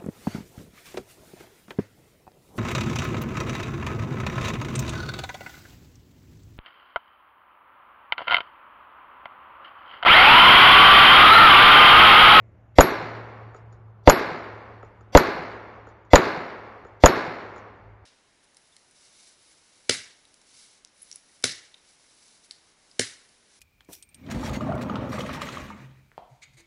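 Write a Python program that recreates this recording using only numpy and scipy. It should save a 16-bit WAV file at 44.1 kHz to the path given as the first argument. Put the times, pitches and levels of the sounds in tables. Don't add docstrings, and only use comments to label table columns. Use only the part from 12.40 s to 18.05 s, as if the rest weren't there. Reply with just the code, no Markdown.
import sys
import numpy as np
from scipy import signal
from scipy.io import wavfile
from scipy.ndimage import uniform_filter1d

SR = 44100
rng = np.random.default_rng(int(sys.argv[2]) if len(sys.argv) > 2 else 0)


def waveform_to_disk(signal):
    frames = np.transpose(np.atleast_2d(signal))
    scaled = np.clip(frames, -1, 1) * 32767
    samples = np.round(scaled).astype(np.int16)
    wavfile.write(sys.argv[1], SR, samples)


def undo_db(level):
    steps = np.asarray(level, float) / 20
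    return 10 ** steps


N = 249289


def rms_one(x):
    return x / np.sqrt(np.mean(x ** 2) + 1e-20)


def at_hz(table, hz, column=1):
    points = np.array(table)
    return np.interp(np.log(hz), np.log(points[:, 0]), points[:, column])


def clicks(times_s, gains):
    out = np.full(N, 1e-18)
    np.add.at(out, np.round(np.asarray(times_s) * SR).astype(int), gains)
    return out


def ring(x, hz, t60_s):
    radius = undo_db(-60 / (t60_s * SR))
    angle = 2 * np.pi * hz / SR
    return signal.lfilter([0, np.sin(angle)], [1, -2 * radius * np.cos(angle), radius ** 2], x)


def burst(times_s, level_db, low_hz, high_hz, t60_s):
    shape = signal.lfilter([1], [1, -undo_db(-60 / (t60_s * SR))], clicks(times_s, undo_db(level_db)))
    sos = signal.butter(2, [low_hz, high_hz], "band", fs=SR, output="sos")
    return signal.sosfilt(sos, shape * rng.standard_normal(N))


def drift(rate_hz):
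    knots = rng.standard_normal(400)
    return np.interp(np.arange(N) / SR * rate_hz, np.arange(len(knots)), knots)


def bands(source):
    edges_hz = 28 * 2 ** (np.arange(29) / 3)
    for k, (low, high) in enumerate(zip(edges_hz, edges_hz[1:])):
        sos = signal.butter(2, [low, high], "band", fs=SR, output="sos")
        yield np.sqrt(low * high), signal.sosfilt(sos, source[k % 2])


def coloured(spectrum, patchy_db, rate_hz):
    noise = 0
    for hz, band in bands(rng.standard_normal((2, N))):
        noise = noise + undo_db(at_hz(spectrum, hz) + patchy_db * drift(rate_hz)) * band
    return rms_one(noise)


# pitch_hz [Hz], level_db [dB per Hz]
AIR_COLOUR = [(120, -30), (200, -11), (230, -21), (365, -19), (1130, -22), (3000, -42.5), (4750, -57.5),
              (7600, -48), (15500, -57.5)]


def air_in_leaves():
    return undo_db(-61.5) * coloured(AIR_COLOUR, 4.2, 2.5)


# pitch_hz [Hz], level_db [dB per Hz]
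TRAFFIC_COLOUR = [(20, -15.5), (35, -8), (55, -1.5), (75, 5.5), (100, -6.5), (160, -6), (230, -26),
                  (400, -70)]


def traffic():
    level_db, fade_db_per_s = -57, 0.5
    lorry_s, lorry_length_s, lorry_db, lorry_hz = 5.5, 0.078, -52.5, 49.9
    t = np.arange(N) / SR
    rumble = undo_db(level_db - fade_db_per_s * t) * coloured(TRAFFIC_COLOUR, 2.3, 1.6)
    swell = undo_db(lorry_db) * np.exp(-((t - lorry_s) / lorry_length_s) ** 2)
    return rumble + swell * np.sin(2 * np.pi * lorry_hz * t)


# start_s [s], pitch_hz [Hz], level_db [dB]
ENGINE = [
    (0, 113.4, -50),
    (0.799, 112.2, -42),
    (1.6, 110.4, -49.5),
    (2.2, 109.6, -51),
    (3.2, 108.2, -52.5),
    (4.099, 106.7, -56.5),
    (5.65, 104.6, -53),
]


def far_engine():
    s, hum_hz, hum_db = np.transpose(ENGINE)
    t = np.arange(N) / SR
    phase = 2 * np.pi * np.cumsum(np.interp(t, s, hum_hz) + 1.5 * drift(16.)) / SR
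    waver_db = 3.5 * drift(13.)
    return undo_db(np.interp(t, s, hum_db) + waver_db) * np.sin(phase)


# pitch_hz [Hz], level_db [dB], t60_s [s]
LOW_RING = [(6877, -1, 0.024), (6890, -4.5, 0.0099), (7160, -12, 0.022), (7340, -17.5, 0.015),
            (4770, -13, 0.011), (6700, -42.5, 0.3), (6760, -40, 0.25)]


def steel(times_s, level_db):
    chance_db = 2.0 * rng.standard_normal((len(times_s), len(LOW_RING)))
    return sum(ring(clicks(times_s, undo_db(level_db + db + chance_db[:, k])), hz, t60_s)
               for k, (hz, db, t60_s) in enumerate(LOW_RING))


# delay_ms [ms], pitch_hz [Hz], level_db [dB], t60_s [s]
STAND_THUD = [(1, 1300, 0, .02), (3, 700, -3, .02), (6, 440, 0, .035)]
# [dB over ring, the last touch]
FALLS = [
    (1.146, -51, 13, -0.5),
    (2.429, -58, 20.5, 1.5),
    (3.47, -54, 14, -7.5),
    (4.4496, -57.5, 18, -23),
    (5.1612, -50, 12, -32.5),
]


def target_clacks():
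    touches = []
    for start_s, fall_db, fall_thud_db, settle_db in FALLS:
        touches.append((start_s, fall_db, fall_thud_db))
        touches.append((start_s + .018, fall_db + 1.5, fall_thud_db - 16))
        touches.append((start_s + .180, fall_db + settle_db, fall_thud_db - 11.5))
    s, ring_db, thud_db = np.transpose(touches)
    ping = ring(clicks(s, undo_db(ring_db - 12.5)), 6880, 0.07) + steel(s, ring_db - 14)
    tick = burst(s, ring_db - 11, 3700, 7300, 0.17)
    thud = sum(ring(clicks(s + ms / 1000, undo_db(ring_db + thud_db + db + 2.5)), hz, t60_s)
               for ms, hz, db, t60_s in STAND_THUD)
    return ping + tick + thud


# pitch_hz [Hz], t60_s [s]
HIGH_RING = [
    (11420, 0.11),
    (11598, 0.17),
    (11610, 0.4),
]
# start_s [s], low_ring_db [dB], high_ring_db [dB], upper_share [0-1], clank_db [dB]
STRIKES = [
    (0.407, -12, -32, 0.9, -9.5),
    (1.6969, -12.5, -34, 0.78, -9),
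    (2.7726, -15.5, -36, 0, -9),
    (3.756, -10, -43, 0.4, -7),
    (4.6589, -6.5, -36.5, 0.2, -8.5),
]


def bullet_strikes():
    s, low_db, high_db, upper, clank_db = np.transpose(STRIKES)
    s = s + .0006
    upper = np.clip(upper, .02, 1)
    shares = (1 - upper, upper, 0.028)
    high = sum(ring(clicks(s, undo_db(high_db + 12.5) * share), hz, t60_s)
               for share, (hz, t60_s) in zip(shares, HIGH_RING))
    clank = burst(s, clank_db + 14.5, 650, 1700, 0.055) + burst(s, clank_db - 13, 3100, 6900, 0.065)
    knock = ring(clicks(s, -undo_db(clank_db + 5.5)), 1350, 0.011)
    crack = burst(s, clank_db + 6.5, 2500, 6500, 0.0061)
    return steel(s, low_db + 6.0) + high + clank + knock + crack


# pitch_hz [Hz], level_db [dB per Hz]
TAIL_COLOUR = [(53, -46.5), (90, -1.5), (272, -3.5), (393, -1), (721, -5), (935, -5.5), (2040, -10),
               (2600, -19), (3200, -26.5), (4000, -18), (5100, -27.5), (6400, -31.5), (8100, -31.5),
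               (10000, -32.5), (13000, -39), (15500, -30.5)]
# pitch_hz [Hz], near_t60_s [s, near trees], far_t60_s [s, far wood],
# far_start_db [dB]
TAIL_DECAY = [(100, .25, .8, -12), (300, .4, 1.8, -12), (1000, .6, 2.2, -12), (2500, .6, 1.8, -14),
              (5000, .55, 1.05, -13), (8000, .35, .9, -12), (15000, .35, .8, -12)]


def wood(trunks_per_s, spread_db, same):
    size = 3 * SR // 2
    t = np.arange(size) / SR
    hit = rng.random((2, size)) < trunks_per_s * (1 + t / .08) ** 2 / SR
    strength = undo_db(spread_db * rng.standard_normal((2, size)))
    echoes = rng.standard_normal((2, size)) * strength * hit
    echoes /= np.sqrt(np.minimum(trunks_per_s * (1 + t / 0.16) ** 2 / SR, 1))
    out = np.zeros(N + size)
    for s, _, tail_db in SHOTS:
        leaves = rng.standard_normal((2, size))
        tail = 0
        for hz, band in bands(np.sqrt(same) * rms_one(echoes) + np.sqrt(1 - same) * leaves):
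            near = undo_db(-60 * t / at_hz(TAIL_DECAY, hz, 1))
            far = undo_db(at_hz(TAIL_DECAY, hz, 3) - 60 * t / at_hz(TAIL_DECAY, hz, 2))
            tail = tail + undo_db(at_hz(TAIL_COLOUR, hz)) * (near + far) * band
        start = round(s * SR)
        out[start:start + size] += undo_db(tail_db + 22.0) * np.minimum(t / 0.013, 1) * tail
    return out[:N]


# delay_ms [ms], level_db [dB], pitch_hz [Hz]
FAR_RETURNS = [(60.04, -16.5, 390), (88.8, -22.5, 1100), (102.8, -25.5, 1190), (135.2, -21, 410),
               (189, -49, 4400), (233, -31.5, 747), (242, -35, 156), (322, -32, 1220)]
# delay_ms [ms], level_db [dB], pitch_hz [Hz], t60_ms [ms]
NEAR_RETURNS = [(0.2, 22, 680, 9), (3.1, 20, 370, 6), (5.95, 7, 920, 12), (10.1, 3, 600, 16),
                (13.6, 13, 480, 7), (15.7, 2, 620, 22), (20.2, -3, 230, 10), (27.7, 3, 560, 6)]
# start_s [s], blast_db [dB], tail_db [dB]
SHOTS = [
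    (0.3851, -3.5, -23.5),
    (1.6746, -3, -23),
    (2.750, -3, -23.5),
    (3.7335, -3, -22.5),
    (4.6373, -4, -23),
]


def blasts():
    push_ms, push_db, leak_hz, rise_hz = 9.4, -4, 18, 3800
    s, blast_db, _ = np.transpose(SHOTS)
    chance_db = 1.8 * rng.standard_normal((len(s), len(NEAR_RETURNS)))
    near = sum(ring(clicks(s + ms / 1000, undo_db(blast_db + db + chance_db[:, k])), hz, t60_ms / 1000)
               for k, (ms, db, hz, t60_ms) in enumerate(NEAR_RETURNS))
    near = signal.lfilter(*signal.butter(2, rise_hz, fs=SR), near)
    half_turn = np.linspace(0, np.pi, round(push_ms * SR / 1000)).clip(0, 3.14)
    hump = np.sin(half_turn) ** .35
    swing = np.convolve(clicks(s + .0044, undo_db(push_db)), hump)[:N]
    swing -= np.convolve(clicks(s, undo_db(push_db)), hump[::2] ** 3)[:N]
    swing = signal.lfilter(*signal.butter(1, leak_hz, "high", fs=SR), swing)
    far = sum(ring(clicks(s + ms / 1000, undo_db(db)), hz, 10. 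/ hz + 0.06) for ms, db, hz in FAR_RETURNS)
    return swing - near + far


def scene():
    background = air_in_leaves() + traffic() + far_engine()
    target = target_clacks() + bullet_strikes()
    gun = wood(trunks_per_s=600., spread_db=4.0, same=.9) + blasts()
    return (background + target + gun)[None]


# pitch_hz [Hz], step_db [dB over band level], empty_share [0-1 of bands]
COARSENESS = [(100, -32, 0), (1000, -24, 0), (3300, -11, 0), (5000, -2, .2), (7000, 0, .3), (9000, 6, .35),
              (15000, 7, .4)]


def coarse_camera(x, spread_db):
    frame, shift, band_bins = 941, 420, 7
    window = np.sin(np.pi * (np.arange(2 * frame) + .5) / (2 * frame))
    setup = dict(window=window, nperseg=2 * frame, noverlap=frame, fs=SR)
    hz, _, spectrum = signal.stft(np.pad(x[0], (shift, 0)), **setup)
    starts = np.arange(0, len(hz), band_bins)
    band = np.arange(len(hz)) // band_bins
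    level = np.exp(np.add.reduceat(np.log(abs(spectrum) + 1e-12), starts) / band_bins)
    step = (level * undo_db(spread_db * rng.standard_normal(level.shape)))[band]
    step *= undo_db(at_hz(COARSENESS, hz + 1))[:, None]
    luck = np.repeat(rng.random(level.shape), 2, axis=1)[:, :level.shape[1]]
    tonal = np.maximum.reduceat(abs(spectrum), starts) > 4.5 * level
    tonal |= np.log(level) > uniform_filter1d(np.log(level), 15, axis=0) + 1.2
    step *= np.where(tonal, .07, 1)[band]
    kept = (luck[band] > at_hz(COARSENESS, hz + 1, 2)[:, None]) | tonal[band]
    rounded = kept * step * np.round(spectrum / step)
    return signal.istft(rounded, **setup)[1][None, shift:shift + N]


def top_cut(x):
    return signal.sosfilt(signal.butter(12, 16190, fs=SR, output="sos"), x)


def record(dry):
    shelf_hz, shelf_db, cutoff_hz = 7350, -12.5, 16150
    peak_hz, peak_width_hz, peak_db = 11500, 450, 9
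    dip_hz, dip_width_hz = 7950, 800
    flat = np.clip(dry, -.98, .98)
    low = signal.sosfiltfilt(signal.butter(6, shelf_hz, fs=SR, output="sos"), flat)
    peak = signal.lfilter(*signal.iirpeak(peak_hz, peak_hz / peak_width_hz, fs=SR), flat)
    dulled = low + undo_db(shelf_db) * (flat - low + undo_db(peak_db) * peak)
    dipped = signal.lfilter(*signal.iirnotch(dip_hz, dip_hz / dip_width_hz, fs=SR), dulled)
    coarse = coarse_camera(dipped, spread_db=4.0)
    cut = signal.sosfilt(signal.cheby2(10, 60, cutoff_hz, fs=SR, output="sos"), coarse)
    return top_cut(np.clip(cut, -1, 1))


dry = scene()
out = record(dry)
waveform_to_disk(out)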